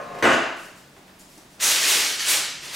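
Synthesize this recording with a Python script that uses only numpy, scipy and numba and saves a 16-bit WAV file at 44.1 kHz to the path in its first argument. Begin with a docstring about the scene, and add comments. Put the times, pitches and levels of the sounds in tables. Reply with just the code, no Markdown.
"""First a drawer rolls in, off to one side of a hard-walled kitchen, and bangs shut: rumble and thin tones
of the runners, then noise cracks, a low thud and decaying panel tones. A sleeve swishes over soft steps.
Then hands grip the baking paper under a cake and drag it across a rack: thousands of tiny creases snap
over the dull scrape of the sheet. Each spot has its own reflections and stereo width at the microphone,
over a faint oven fan and room air. The camera's limiter flattens the bang."""
import sys
import numpy as np
from scipy import signal
from scipy.fft import rfft, irfft
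from scipy.io import wavfile
from scipy.ndimage import uniform_filter1d
from numba import njit

SR = 44100
rng = np.random.default_rng(int(sys.argv[2]) if len(sys.argv) > 2 else 0)


def persist_wave(psi):
    """Save psi, clipped to +-1, as 16-bit WAV."""
    counts = np.round(np.clip(psi, -1, 1) * 32767).astype(np.int16)
    wavfile.write(sys.argv[1], SR, np.atleast_2d(counts).T)


N = 121275  # samples, 2.75 s

# All levels are relative, ahead of the limiter; colours give only the shape of a spectrum.
# How hard the paper is worked: gripped, dragged, eased, worked again [t/s, level/dB]
PAPER_EFFORT = [(1.58, -76), (1.602, -22.5), (1.628, -17), (1.715, -20), (1.75, -23), (1.812, -22),
                (1.885, -17), (2.02, -23.5), (2.10, -28), (2.185, -38), (2.21, -27), (2.245, -28),
                (2.285, -15.5), (2.35, -22.5), (2.40, -33.5), (2.46, -54), (2.53, -56), (2.62, -38),
                (2.645, -36.5), (2.705, -37.5), (2.745, -24.5)]
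# The sheet sliding under the cake's weight [t/s, level/dB]
SLIDE = [(1.6, -49.5), (1.645, -32.5), (1.75, -40.5), (1.83, -36), (1.93, -33.5), (2.04, -40), (2.19, -66),
         (2.33, -36.5), (2.45, -60), (2.75, -44.5)]
# Single loud creases [t/s, level/dB]
SNAPS = [(1.602, -6), (1.6097, 2), (1.622, 6), (1.638, 7), (1.706, 9), (1.829, 8), (1.88, 7), (2.195, 8),
         (2.272, 3), (2.439, -1), (2.6308, -5), (2.656, -9)]
# Colour of the creases [f/Hz, level/dB]
PAPER_COLOUR = [(120, -42), (250, -17), (400, -11), (900, -10), (1500, -3), (2200, 0), (3500, 0), (6000, 0),
                (8000, -2), (10000, -5.5), (12000, -8), (14000, -13), (16000, -17.5)]
# Colour of the scrape [f/Hz, level/dB]
SLIDE_COLOUR = [(80, -18), (200, -8.5), (330, 1), (800, 1), (1400, -2), (3000, -4.5), (8000, -43)]
CREASES_PER_S, CREASE_SPREAD_DB, CREASE_DECAY_S = 1200, 4, 0.00027
FOLDS_PER_S, FOLD_DB = 60, 3  # creases come in flurries
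SNAP_T60_S, SNAP_DULL_HZ = 0.026, 7100
PAPER_DB, DULL_HZ, BRIGHTEN = 0.5, 5000, 0.24  # harder work gives more treble (dB per dB)

# Contacts as the drawer shuts: the blow, then its contents settling [t/s, level/dB]
BLOWS = [(0.2253, 18), (.239, 15.5), (.254, 19), (.29, 8), (.327, 13.5)]
# Colour of a contact [f/Hz, level/dB]
BLOW_COLOUR = [(30, -42), (70, -22.5), (150, -12.5), (280, -3), (600, 0.5), (850, -3.5), (1300, -2),
               (2000, -6.5), (2650, -8), (3100, -11), (4100, -19.5), (6500, -23), (9500, -33.5),
               (16000, -47.5)]
# Panel modes of the drawer [f/Hz, level/dB]
PANELS = [(238, -11), (266, -9), (344, -3), (419, -5), (534, -6), (617, -5), (667, -1), (1101, -5),
          (1147, -7), (1227, -3), (1487, 1), (1583, -5), (1686, -7), (1875, -8), (1992, -7), (2057, -8)]
CRACK_T60_S, PANEL_DB, PANEL_T60_S, PANEL_BUILD_S = 0.015, -0.5, 0.73, 0.035
THUD_DB, THUD_HZ, THUD_T60_S = -2.5, 116, 0.31  # the cabinet's low thud

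# Resonances of the rollers [f/Hz, width/Hz, level/dB]
ROLLERS = [(590, 14, -4), (705, 8, 0), (1070, 14, -1.5), (1228, 18, -7), (1490, 14, -11), (1708, 14, -12)]
# Colour of their rumble [f/Hz, level/dB]
ROLL_COLOUR = [(60, -21), (150, -7), (300, -3), (600, 1.5), (850, -5), (1100, 0), (1500, -9), (2200, -11),
               (3500, -22.5), (7000, -28), (15000, -49)]
# The roll starts PUSH_DB louder and settles with time constant PUSH_S
ROLL_DB, ROLL_RING_DB, PUSH_DB, PUSH_S = -39.5, -0.5, 11.5, 0.033
ROLL_WAVER = 0.36  # noise beside each tone: roughness of the runners' song

# Swishes of a sleeve [t/s, length/s, level/dB]
SWISHES = [(0.561, 0.11, -49.5), (.755, 0.031, -51.5), (.96, 0.027, -62), (1.046, 0.036, -73),
           (1.186, 0.03, -48), (1.278, 0.091, -53), (1.374, 0.0057, -46.5), (1.5, .05, -56)]
# Colour of the cloth [f/Hz, level/dB]
CLOTH_COLOUR = [(200, -9), (1500, -9), (4000, -2.5), (7000, 0), (11000, -4.5), (16000, -15.5)]
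# Soft steps and bumps [t/s, level/dB, f/Hz]
STEPS = [(0.134, -19, 85), (0.149, -6.5, 200), (.186, -5.5, 453), (.965, -17.5, 583), (1.08, -21, 1200),
         (1.375, -19.5, 350)]
SWISH_ATTACK_S, SWISH_RELEASE_S, STEP_T60_S = 0.0046, 0.0067, 0.094

# Tones of the oven fan [f/Hz, level/dB]
FAN_HUM = [(142, -63), (187, -63)]
# Colour of the room air [f/Hz, level/dB]
AIR_COLOUR = [(15, -48), (25, -3.5), (92, -1), (149, -2), (301, 3), (516, -6), (607, -1.5), (1370, -9.5),
              (1840, -9.5), (7110, -17), (14800, -24.5), (16000, -24)]
AIR_DB = -52

# The kitchen's decay [f/Hz, t60/s]
ROOM_T60 = [(100, 0.6), (500, 0.61), (1500, 0.82), (2800, 0.8), (5000, 0.78), (9000, 0.52), (16000, 0.28)]
# Stereo width of the drawer, side over mid [f/Hz, level/dB]
DRAWER_WIDTH = [(80, -21), (330, -16.5), (500, -11.5), (660, -10), (900, -4.5), (1100, -8), (1900, -9),
                (2500, -7.5), (3800, -10), (4400, -15), (7600, -22), (9500, -13), (11000, -3), (15000, -5)]
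# Stereo width of the worktop, side over mid [f/Hz, level/dB]
WORKTOP_WIDTH = [(80, -26), (350, -24), (600, -15.5), (850, -7.5), (1100, -13), (1350, -8.5), (1650, -12),
                 (2600, -10), (4100, -11), (5500, -19.5), (9300, -14.5), (10500, -5.5), (12500, -2.5),
                 (15500, -11)]
# Stereo width of the air and the cook, side over mid [f/Hz, level/dB]
AIR_WIDTH = [(60, -25), (110, -20), (200, -22), (380, -12.5), (700, -8.5), (1290, -4), (2380, -3.5),
             (4400, -6.5), (8120, -11.5), (15000, -2)]
ROOM_ONSET_S = 0.0012
# Direct sound over reflections: lower sounds further from the microphone
PAPER_DIRECT_DB, DRAWER_DIRECT_DB, ROLL_DIRECT_DB, CLOTH_DIRECT_DB = -10.5, -12.5, -6, -3.5
LIMIT_DB, LIMIT_ATTACK_S, LIMIT_RELEASE_S, TOP_HZ = -12.5, 0.00056, 0.028, 15750


def paper(count=6):
    """Several patches of the sheet rustle at once on the worktop; a few creases snap loudly."""
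    patches = sum(in_kitchen(paper_patch(), PAPER_DIRECT_DB, WORKTOP_WIDTH) for _ in range(count))
    rustle = patches / np.sqrt(count)
    snaps = colour(sum(undb(db) * burst(s, SNAP_T60_S) for s, db in SNAPS), PAPER_COLOUR)
    snaps = signal.lfilter(*signal.butter(1, SNAP_DULL_HZ, fs=SR), snaps)
    return rustle + in_kitchen(snaps, PAPER_DIRECT_DB, WORKTOP_WIDTH)


def paper_patch():
    """One patch of the sheet: creases snap in flurries, brighter under effort, over a lower scrape."""
    effort = curve(PAPER_EFFORT)
    held = seconds() > PAPER_EFFORT[0][0]
    crinkle = grains(CREASES_PER_S, CREASE_SPREAD_DB, CREASE_DECAY_S) * undb(effort + PAPER_DB) * held
    dull = signal.lfilter(*signal.butter(1, DULL_HZ, fs=SR), crinkle)
    treble_gain = undb(BRIGHTEN * (effort - effort.max()) + 0.5)
    # dull and bright parts waver independently
    crinkle = dull * flurries() + (crinkle - dull) * flurries() * treble_gain
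    scrape = colour(grains(900, 4, 0.00035), SLIDE_COLOUR) * undb(curve(SLIDE)) * held
    return colour(crinkle, PAPER_COLOUR) + scrape


def flurries():
    """A quickly wandering gain, rms 1."""
    knots = rng.standard_normal(1000)
    wander = np.interp(seconds() * FOLDS_PER_S, np.arange(len(knots)), knots)
    return unit(undb(FOLD_DB * wander))


def drawer():
    """Each contact cracks into the room; the cabinet thuds and the panels ring on."""
    cracks = 0
    for start, db in BLOWS:
        crack = undb(db) * colour(burst(start, CRACK_T60_S), BLOW_COLOUR)
        cracks = cracks + in_kitchen(crack, DRAWER_DIRECT_DB, DRAWER_WIDTH)
    thud = burst(BLOWS[0][0], THUD_T60_S)
    for _ in range(2):
        thud = resonate(thud, THUD_HZ, THUD_HZ)
    thud = undb(THUD_DB) * thud / np.linalg.norm(thud)
    return cracks + thud + stereo(panels(), panels(), DRAWER_WIDTH)


def panels():
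    """The drawer's panels take up the blow and ring on as decaying tones of random phase."""
    start, blow_db = BLOWS[0]
    t = seconds()
    swell = fade(start, PANEL_T60_S) * (1 - np.exp(-np.abs(t - start) / PANEL_BUILD_S))
    ring = swell * sum(undb(db) * np.sin(2 * np.pi * (hz * t + rng.random())) for hz, db in PANELS)
    return undb(blow_db + PANEL_DB) * ring / np.linalg.norm(ring)


def rollers():
    """The runners rumble and sing until the drawer hits its stop."""
    t = seconds()
    push = undb(ROLL_DB + PUSH_DB * np.exp(-t / PUSH_S)) * (t < BLOWS[0][0])
    rumble = colour(grains(1700, 2.2, 0.00026), ROLL_COLOUR) * push
    song = undb(ROLL_RING_DB) * push * stereo(runner_song(), runner_song(), DRAWER_WIDTH)
    return song + in_kitchen(rumble, ROLL_DIRECT_DB, DRAWER_WIDTH)


def runner_song():
    """Thin tones of the runners, each roughened by narrow noise at its pitch; rms 1."""
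    song = 0
    for hz, width, db in ROLLERS:
        tone = np.sin(2 * np.pi * (hz * seconds() + rng.random()))
        # the second half of the noise is past the resonance's build-up
        rough = unit(resonate(rng.standard_normal(2 * N), hz, width)[N:])
        song = song + undb(db) * (tone + ROLL_WAVER * rough)
    return unit(song)


def cook():
    """Cloth swishes as coloured grains; soft steps as resonant noise bursts."""
    t = seconds()
    rub = 0
    for start, length, db in SWISHES:
        attack = np.clip((t - start) / SWISH_ATTACK_S, 0, 1)
        release = np.exp(-np.maximum(t - start - length, 0) / SWISH_RELEASE_S)
        rub = rub + undb(db) * attack * release
    steps = 0
    for start, db, hz in STEPS:
        narrowing = np.sqrt(SR / (np.pi * hz))  # makes up the energy the resonance removes
        steps = steps + undb(db) * narrowing * resonate(burst(start, STEP_T60_S), hz, hz)
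    return rub * colour(grains(5000, 2.4, 0.00024), CLOTH_COLOUR) + steps


def oven_fan():
    """Steady hum: noise through pairs of narrow resonances."""
    hum = 0
    for hz, db in FAN_HUM:
        tone = resonate(resonate(rng.standard_normal(N), hz, 8.6), hz, 8.6)
        hum = hum + undb(db) * unit(tone)
    return hum


def air():
    """Quiet room noise, steady and coloured."""
    return undb(AIR_DB) * colour(rng.standard_normal(N), AIR_COLOUR)


def in_kitchen(x, direct_db, width):
    """A sound from one spot of the kitchen, with that spot's own reflections."""
    direct = undb(direct_db)
    mid = (direct * x + convolve(x, room_tail())) / np.hypot(1, direct)
    return stereo(mid, convolve(x, room_tail()), width)


def room_tail():
    """Dense reflections of tiles and walls; each band dies at its own rate."""
    hz = np.fft.rfftfreq(N, 1 / SR)
    noise, out = rfft(rng.standard_normal(N)), 0
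    for (_, t60), share in zip(ROOM_T60, np.eye(len(ROOM_T60))):
        shape = fade(0, t60) * (1 - np.exp(-seconds() / ROOM_ONSET_S))
        # overlapping bands, each peaking at its own row
        band = at_hz(np.c_[np.array(ROOM_T60)[:, 0], share], hz)
        out = out + irfft(noise * band, N) * shape / np.linalg.norm(shape)
    return out


def stereo(mid, side, width):
    """Left and right from a middle and a side signal."""
    gain = undb(at_hz(width, np.fft.rfftfreq(2 * N, 1 / SR)))
    side = irfft(rfft(side, 2 * N) * gain)[:N]
    return np.array([mid + side, mid - side])


def grains(rate, spread_db, decay_s):
    """Random tiny snaps, each with its own size and pitch; rms 1."""
    count = int(rate * N / SR)
    when, pitch, chance = rng.random((count, 3)).T
    age = np.arange(128) / SR
    size = undb(spread_db * np.minimum(-np.log(1 - chance), 3))  # a few are much louder
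    tones = np.cos(np.pi * SR * pitch[:, None] * age)
    rings = size[:, None] * np.exp(-age / decay_s) * tones
    places = (when * N).astype(int)[:, None] + np.arange(len(age))
    return unit(np.bincount(places.ravel(), rings.ravel(), N)[:N])


def burst(start, t60):
    """A decaying crack of noise with unit energy."""
    x = rng.standard_normal(N) * fade(start, t60)
    return x / np.linalg.norm(x)


def fade(start, t60):
    """Exponential decay from a given moment, 60 dB in t60 seconds."""
    age = seconds() - start
    return (age >= 0) * np.exp(-np.log(1000) * np.abs(age) / t60)


def resonate(x, hz, width):
    """One resonance, gain 1 at its centre."""
    return signal.lfilter(*signal.iirpeak(hz, hz / width, fs=SR), x)


def colour(x, rows):
    """Causal minimum-phase filter with the given spectrum; white noise keeps its power."""
    size = 4096
    cep = irfft(np.log(undb(at_hz(rows, np.fft.rfftfreq(size, 1 / SR)))))
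    # fold the cepstrum so that the response starts at once
    cep[1:size // 2] *= 2
    cep[size // 2 + 1:] = 0
    response = irfft(np.exp(rfft(cep)))
    return convolve(x, response / np.linalg.norm(response))


def convolve(x, response):
    """Pass a sound through a response."""
    return signal.fftconvolve(x, response)[:N]


def at_hz(rows, hz):
    """Read (f/Hz, value) rows on a log-frequency axis."""
    f, v = np.array(rows).T
    return np.interp(np.log(hz + 1), np.log(f), v)


def curve(rows):
    """Join (t/s, value) rows by straight lines."""
    return np.interp(seconds(), *np.array(rows).T)


def seconds():
    """The time of each sample."""
    return np.arange(N) / SR


def unit(x):
    """Scale to rms 1."""
    return x / np.sqrt(np.mean(x ** 2))


def undb(db):
    """Decibels to gain."""
    return 10 ** (np.asarray(db) / 20)


def scene():
    """Paper, drawer and cook over the quiet kitchen."""
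    near = paper() + drawer() + rollers()
    person = in_kitchen(cook(), CLOTH_DIRECT_DB, AIR_WIDTH)
    return near + person + oven_fan() + stereo(air(), air(), AIR_WIDTH)


@njit
def follow(power, attack, release):
    """Level detector that rises fast and falls slowly."""
    out, e = np.empty(len(power)), 0.
    for i in range(len(power)):
        e += (power[i] - e) * (attack if power[i] > e else release)
        out[i] = e
    return out


def record(dry):
    """The camera's fast limiter holds the bang down on both channels alike; the top is cut."""
    power = uniform_filter1d(np.mean(dry ** 2, axis=0), size=200)
    smooth = follow(power, 1 / (LIMIT_ATTACK_S * SR), 1 / (LIMIT_RELEASE_S * SR))
    heard = np.sqrt(np.abs(smooth))
    limited = dry / np.maximum(1, heard / undb(LIMIT_DB))
    return signal.sosfilt(signal.ellip(10, .2, 80, TOP_HZ, fs=SR, output="sos"), limited)


dry = scene()
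out = record(dry)
persist_wave(out)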